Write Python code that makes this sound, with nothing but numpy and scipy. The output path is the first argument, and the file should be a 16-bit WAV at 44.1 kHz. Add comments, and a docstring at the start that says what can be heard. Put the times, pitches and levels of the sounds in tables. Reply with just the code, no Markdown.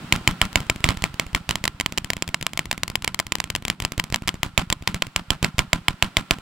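"""An open field where a row of water-cooled machine guns fires blanks, heard from beside the nearest gun.
Each near shot is a shock front with mirrored copies, a crack scattered off guns and tripods, ringing metal,
a low thump of muzzle gas and a spray of ground echoes. The strongest shots also ignite their gas.
Some guns keep an even pace, others stutter. Distant guns only thud, and filtered noise makes the echoes
of all the firing merge into a roll and a thin wash. The strong fronts overload the microphone and clip flat."""
import sys
import numpy as np
from scipy import signal
from scipy.fft import rfft, irfft, next_fast_len
from scipy.io import wavfile
from scipy.ndimage import uniform_filter1d

SR = 44100
rng = np.random.default_rng(int(sys.argv[2]) if len(sys.argv) > 2 else 0)


def master_out(mix):
    """Clip the mix to full scale and print it as 16-bit PCM to the path in sys.argv[1]."""
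    frames = np.transpose(np.atleast_2d(mix))
    ceiling = np.clip(frames, -1, 1)
    pcm = np.round(ceiling * 32767).astype(np.int16)
    wavfile.write(sys.argv[1], SR, pcm)


N = 282673  # length of the scene in samples

# tone colour of everything the ground and field send back: (frequency [Hz], relative level [dB])
ECHO_COLOUR = [(40, -8), (170, 4), (280, -1), (470, -15), (750, -9.5), (1120, -9), (1700, -11.5),
               (3000, -13), (5000, -21), (6500, -27.5), (7500, -23.5), (11500, -33.5), (15000, -35)]


def undb(db):
    """Turn decibels into a gain."""
    return 10 ** (np.asarray(db) / 20)


def unit(x, t0, t1):
    """Scale each sound (.., channels, samples) to an average strength (rms) of 1 between two times in s."""
    part = x[..., int(t0 * SR):int(t1 * SR)]
    return x / np.sqrt(np.mean(part ** 2, axis=(-2, -1), keepdims=True))


def sized(sounds, db):
    """Apply to each sound its own level change."""
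    return sounds * undb(db)[:, None, None]


def colour(x, points):
    """Filter a sound to the given (Hz, dB) outline, without smearing it ahead of its start."""
    hz, db = np.transpose(points)
    size = 2048
    grid = np.maximum(np.fft.rfftfreq(size, 1 / SR), 1)
    outline = undb(np.interp(np.log(grid), np.log(hz), db))
    # folding the cepstrum forward in time makes the filter respond only after the sound (minimum phase)
    cepstrum = irfft(np.log(outline))
    cepstrum[1:size // 2] *= 2
    cepstrum[size // 2 + 1:] = 0
    response = irfft(np.exp(rfft(cepstrum))).reshape((1,) * (x.ndim - 1) + (-1,))
    return signal.fftconvolve(x, response, axes=-1)[..., :x.shape[-1]]


def stereo_noise(count, size, width, split_hz, bass_width=0.044):
    """Noises (count, 2, size), nearly alike on both sides in the bass and more different above split_hz."""
    mid, side = rng.standard_normal((count, 2, size)).transpose(1, 0, 2)
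    treble = signal.sosfilt(signal.butter(1, split_hz, "high", fs=SR, output="sos"), side)
    side = bass_width * side + width * treble
    return np.stack([mid + side, mid - side], axis=1)


def place(times, sounds):
    """Add stereo sounds to a silent time line at their start times."""
    out = np.zeros((2, N))
    for s, sound in zip(times, sounds):
        i = int(np.clip(s * SR, 0, N - 1))
        out[:, i:i + sound.shape[-1]] += sound[:, :N - i]
    return out


def hollows(x):
    """Hollow gear round the guns hums at its own pitches when a sound excites it."""
    # resonances: (frequency [Hz], width [Hz], level against the exciting sound [dB])
    gear = [(178.4, 23, -3), (1037, 60, -6), (1357, 85, 2)]
    hum = 0
    for hz, width, db in gear:
        b, a = signal.iirpeak(hz, hz / width, fs=SR)
        hum = hum + undb(db) * signal.lfilter(b, a, x)
    return hum


def field(roll_db=-2, wash_db=-4, split_hz=450, hum_db=1):
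    """The merged echoes of all the firing: coloured noise as a low roll and a thin wash, humming in the gear."""
    # how loud the roll and the wash are over time, dipping now and then, before the two overall level changes
    # roll_db and wash_db: (time [s], roll level [dB], wash level [dB])
    rumble = [(0.0, -35.5, -38.5), (1.05, -53, -44), (1.73, -48, -47.5), (3.77, -48, -53), (4.55, -55, -50),
              (5.03, -50, -49), (5.12, -57.5, -49), (6.41, -50, -46)]
    s, low, high = np.transpose(rumble)
    t = np.arange(N) / SR
    echoes = colour(stereo_noise(count=1, size=N, width=1.0, split_hz=2400), ECHO_COLOUR)[0]
    echoes = echoes + undb(hum_db) * hollows(echoes)
    roll = signal.sosfilt(signal.butter(4, split_hz, "low", fs=SR, output="sos"), echoes)
    wash = signal.sosfilt(signal.butter(4, split_hz, "high", fs=SR, output="sos"), echoes)
    roll_gain = undb(np.interp(t, s, low) + roll_db)
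    wash_gain = undb(np.interp(t, s, high) + wash_db)
    return roll / roll.std() * roll_gain + wash / wash.std() * wash_gain


def thumps(t, db, thump_hz=104, fade_s=0.0021, scatter=0.29, usual_db=-25, longer_per_db=.022,
           churn=0.15, churn_hz=260):
    """The ball of muzzle gas swells, churns and settles within about a cycle; a bigger ball takes longer."""
    life_s = fade_s * np.exp((db[:, None, None] - usual_db) * longer_per_db)
    # each ball runs through its motion a little faster or slower
    age = t / np.exp(scatter * rng.standard_normal((len(db), 1, 1)))
    noise = rng.standard_normal((len(db), 2, len(t)))
    eddies = signal.sosfilt(signal.butter(2, churn_hz, fs=SR, output="sos"), noise)
    swing = np.sin(2 * np.pi * thump_hz * age) + churn * eddies / eddies.std() * age / life_s
    return sized(unit(swing * np.exp(-age / life_s), 0, .01), db)


def far_guns(scatter_db=3, turf_hz=190):
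    """Distant guns keep their own nearly even pace; the turf swallows all but a thud."""
    # guns far down the line, before the low-pass of the turf: (firing rate [shots/s], thump level [dB])
    distant = [(7.1, -37), (7.6, -36.5)]
    t = np.arange(int(.05 * SR)) / SR
    out = 0
    for rate, db in distant:
        s = (np.cumsum(rng.normal(1, 0.03755, size=60)) - rng.uniform(0, 1)) / rate
        levels = db + scatter_db * rng.standard_normal(len(s))
        out = out + place(s[s < N / SR], thumps(t, levels))
    return signal.sosfilt(signal.butter(4, turf_hz, fs=SR, output="sos"), out)


def rounds():
    """All near shots as rows (s, front dB, thump dB, left minus right dB): single ones, then even bursts."""
    # levels here are starting values that near_guns adjusts further
    # single shots with their own time and level, some from guns that also fire even bursts:
    # (time [s], shock front level [dB], gas thump level [dB], left minus right [dB])
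    single_shots = [(.1243, 4.5, -20, 0.5), (0.1613, -11, -25, -2), (.2119, -24, -33, -1),
                    (0.2756, 3.5, -19, 1), (.311, -13.5, -26, -1), (0.4154, 2.5, -20.5, 2),
                    (0.4524, -14, -26.5, 2), (.557, 2.5, -21, -3.5), (0.6037, -12.5, -24.5, 2),
                    (.6985, 1.5, -24.5, 4), (0.7607, -15, -29.5, 3), (.8419, 1.5, -18.5, -2.5),
                    (.8889, -2, -16.5, -8), (.972, -15.5, -27, 0), (1.0222, -11.5, -23, -2),
                    (1.04, -2, -22, 2), (1.197, -1.5, -24.5, 1), (1.331, -20, -28, 1),
                    (1.3487, -2, -21.5, 1), (1.4917, -5.5, -22, 2), (1.5092, -4.5, -24.5, 1),
                    (1.6402, -6.5, -24.5, -1), (1.654, -4, -50, 3), (1.81, -5, -38, 0),
                    (1.9765, -5, -35, 9), (2.1337, -10, -43, 10), (2.2779, -12, -29.5, 7),
                    (2.427, -9.5, -32, 8.5), (2.4661, -4.5, -31.5, -3), (2.575, -6, -36, 0),
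                    (2.7284, -11, -28, 2), (2.8797, -10.5, -32, 8), (3.0451, -6.5, -32, 2),
                    (3.1913, -6.5, -42, 2), (3.3533, -10.5, -30.5, 7), (3.402, -4, -30.5, -3),
                    (3.502, -7.5, -29.5, 9), (3.5514, -6, -31, 9), (3.6519, -7, -28.5, 7.5),
                    (3.7002, -3, -26, 0), (3.822, -12, -24, 1), (3.8501, -2.5, -28, 2.5),
                    (3.979, -9.5, -21, 2), (3.9978, -2, -46, 6), (4.1248, -11, -22.5, -5),
                    (4.1437, -1.5, -32, 0), (4.2758, -7.5, -26.5, 2), (4.2812, -5, -27.5, -3),
                    (4.2907, -4, -39, 11), (4.4317, -2.5, -23.5, 7), (4.5774, 1, -18, -7),
                    (4.7013, -6, -24.5, -0.5), (4.7262, -0.5, -43, -4.5), (4.8752, -1, -21.5, 6),
                    (4.9447, -8, -21, 0), (5.022, -1, -28.5, 2.5), (5.068, -17, -32.5, -3),
                    (5.1616, -0.5, -23.5, 1), (5.3048, 0, -21.5, -8.5), (5.428, -5.5, -17, -1),
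                    (5.4455, -1, -25, -7), (5.5826, -7.5, -18.5, 1), (5.5912, 0.5, -22, -6),
                    (5.731, 1.5, -20.5, -2.5), (5.883, 1.5, -22.5, -1), (6.0248, 2, -21, -2),
                    (6.1689, 2, -21.5, 2), (6.3092, 2.5, -22, -3), (6.3857, -19, -33.5, 0)]
    # stretches of fire at an even pace: (first shot [s], last shot [s], rounds [count],
    # shock front level [dB], gas thump level [dB], left minus right [dB])
    bursts = [(0.529, 0.943, 4, -21, -33.5, 0), (1.142, 1.266, 2, -17, -30, 1.5),
              (1.5561, 1.8, 3, -6.5, -29.5, -0.5), (1.8614, 2.3443, 5, -3, -30.5, -5),
              (1.9233, 3.2671, 12, -12.5, -31.5, -0.5), (2.5924, 2.8335, 3, -3.5, -31, 1),
              (2.9555, 3.3216, 4, -1.95, -31, 0), (3.3846, 3.624, 3, -17, -32, 1),
              (3.4412, 3.802, 4, -8.5, -30.5, 0), (3.9205, 4.1594, 3, -11, -29.5, 0.5),
              (4.1011, 4.824, 7, -18, -30, -1)]
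    # no two rounds of a burst are quite alike; random spread: (front [dB], thump [dB], left minus right [dB])
    round_spread = (0.5, 2, 4)
    rows = [np.array(single_shots)]
    for first, last, number, *levels in bursts:
        s = np.linspace(first, last, int(round(number)))
        varied = levels + rng.standard_normal((len(s), 3)) * round_spread
        rows.append(np.column_stack([s, varied]))
    return np.vstack(rows)


def shock_front(t, rise_s=.000014, fall_s=.00008):
    """A steep pressure spike with a shallow swing back; the tallest of the set has peak 1."""
    pulse = -(1 - np.exp(-t / rise_s)) * (1 - t / fall_s / 2) * np.exp(-t / fall_s)
    return pulse / np.abs(pulse).max()


def mirrored_fronts(t, count, wander=0.071, scatter_db=9.0):
    """Hard surfaces close by send copies of the front about 2 ms later or less, unequal on the two sides."""
    # usual copies, varied at random for each shot: (delay [s], relative level [dB])
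    mirrors = [(.00043, -14.5), (.00097, -3), (.0019, -10.5)]
    out = 0
    for delay, db in mirrors:
        late = delay * np.exp(wander * rng.standard_normal((count, 1, 1)))
        gain = undb(db + scatter_db * rng.standard_normal((count, 2, 1)))
        out = out + gain * shock_front(np.maximum(t - late, 0))
    return out


def ring(t, count, detune=0.017):
    """Struck metal rings in fading tones; every blow lands a little differently."""
    # muzzle fittings, water jackets and ammunition boxes, before the random force and pitch of each blow:
    # (frequency [Hz], time to fade by 60 dB [s], level within the crack [dB])
    metal = [(175, 0.32, -44.5), (1034, 0.077, -19.5), (2220, 0.025, -18.5), (2610, 0.0042, 3),
             (3110, 0.0095, -6.5), (7370, 0.019, -6.5)]
    out = 0
    for hz, t60, db in metal:
        force, pitch = rng.standard_normal((2, count, 1, 1))
        fade = undb(db + 2 * force - 60 * t / t60)
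        out = out - fade * np.sin(2 * np.pi * hz * (1 + detune * pitch) * t)
    return out


def cracks(t, count, fast_s=0.0014, slow_s=0.0031, slow_db=-14, bounce_db=-3):
    """The front bounces among barrels and tripods for a few ms and sets the metal ringing."""
    # tone colour of the bounces: (frequency [Hz], relative level [dB])
    crack_outline = [(120, -8), (320, -4.5), (480, -15), (660, -2), (1000, -11.5), (1500, -16.5), (2230, 1),
                     (2650, -2.5), (3100, -0.5), (3900, -7.5), (5100, -9.5), (6600, -17), (7400, -9),
                     (8600, -18), (15000, -23)]
    fade = np.exp(-t / fast_s) + undb(slow_db) * np.exp(-t / slow_s)
    bounces = stereo_noise(count, size=len(t), width=0.46, split_hz=1200) * fade
    # a first blow, the same for every shot, outweighs the later bounces
    bounces[..., 0] -= 6.5
    return undb(bounce_db) * unit(colour(bounces, crack_outline), .0003, .005) + ring(t, count)


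def flashes(t, count, delay_s=0.0059, length_s=0.0026, scatter=0.071):
    """Muzzle gas that catches fire pushes out a second, rounded pressure wave a few ms after the front."""
    delay, length = np.exp(scatter * rng.standard_normal((2, count, 1, 1)))
    return -np.exp(-((t - delay_s * delay) / (length_s * length)) ** 2)


def ground_echoes(t, count, arrive_s=0.0099, fade_s=0.019, late_db=-18, late_s=0.02, patchy_db=3, grain_db=6):
    """The blast scatters back as clumps of small slaps from the turf, the crews and the rest of the row."""
    swell = 1 - np.exp(-(t / arrive_s) ** 4)
    fade = np.exp(-t / fade_s) + undb(late_db) * np.exp(-t / late_s)
    grain = rng.standard_normal((count, 1, len(t)))
    clumps = uniform_filter1d(grain, size=130)
    unevenness = undb(patchy_db * clumps / clumps.std() + grain_db * grain)
    slaps = stereo_noise(count, size=len(t), width=0.54, split_hz=820) * unevenness
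    spray = colour(slaps * swell * fade, ECHO_COLOUR)
    return unit(spray + hollows(spray), .009, .035)


def bank_echoes(t, count, delay_s=0.058, spread_s=0.0058, bank_hz=175):
    """A dull, smeared return from some ten metres away: a short swell of low tone, its pitch varied."""
    chance = rng.standard_normal((count, 2, 1, 1))
    hz = bank_hz * np.exp(0.128 * chance[:, 0])
    return np.sin(2 * np.pi * (hz * t + chance[:, 1])) * np.exp(-((t - delay_s) / spread_s) ** 2)


def near_guns(front_db=2.0, mirror_db=17, echo_db=4, bank_db=1):
    """Every shot of the nearest guns; its front and thump set the crack, the muzzle flash and the echoes."""
    s, front, thump, pan = rounds().T
    count = len(s)
    t = np.arange(int(.09 * SR)) / SR
    t_long = np.arange(int(.2 * SR)) / SR

    # the gas of the strongest shots ignites: half burns at a front of -0.65 dB, with a soft threshold
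    burnt = (1 + np.tanh((front + 0.65) / 0.5)) / 2
    # the crack grows faster than the front that causes it, and a full flash adds 3 dB
    crack = -15.5 + 1.485 * front + 3 * burnt
    # the echoes follow mostly the thump (against a usual -21 dB) and a little the front
    echo = -32.5 + 1.41 * (thump + 21) + 0.38 * front

    # a weak front is shorter, hence brighter: 0.64 dB of length per dB of front
    spikes = shock_front(t / undb(0.64 * front)[:, None, None])
    # the mirror images fade with the crack; their common level is held to that of the front
    mirrored = sized(mirrored_fronts(t, count), np.minimum(front, crack + mirror_db) + front_db)
    sharp = sized(spikes, front + front_db) + mirrored + sized(cracks(t, count), crack)
    # burning gas adds its own whoomp (7.5 dB against the thump) and weakens the thump by up to 8 dB
    whoomp = sized(flashes(t, count), thump + 7.5) * burnt[:, None, None]
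    dull = thumps(t, thump - 8 * burnt) + whoomp

    sides = undb(np.stack([pan, -pan], axis=1) / 2)[..., None]
    # long waves bend round the microphone's housing, so they lean only half as much
    direct = sharp * sides + dull * np.sqrt(sides)
    ground = sized(ground_echoes(t_long, count), echo + echo_db)
    bank = sized(bank_echoes(t_long, count), echo + bank_db)
    return place(s, direct) + place(s, ground + bank)


def scene(lean_db=1.3, lag_s=.000021):
    """The row stands slightly to the right, so its sound reaches the left side a moment later and softer."""
    left, right = near_guns() + far_guns() + field()
    # turning the phase of each frequency delays the left side by less than one sample
    size = next_fast_len(N + 64)
    delay = np.exp(-2j * np.pi * np.fft.rfftfreq(size, 1 / SR) * lag_s)
    left = irfft(rfft(left, size) * delay, size)[:N]
    return np.array([left * undb(-lean_db / 2), right * undb(lean_db / 2)])


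def record(dry, bass_hz=18, top_hz=16000):
    """The microphone cuts the deepest bass, clips strong fronts flat and then cuts the top."""
    trimmed = signal.sosfilt(signal.butter(1, bass_hz, "high", fs=SR, output="sos"), dry)
    clipped = np.clip(trimmed, -1, 1)
    return signal.sosfilt(signal.ellip(8, .2, 70, top_hz, fs=SR, output="sos"), clipped)


dry = scene()
out = record(dry)
master_out(out)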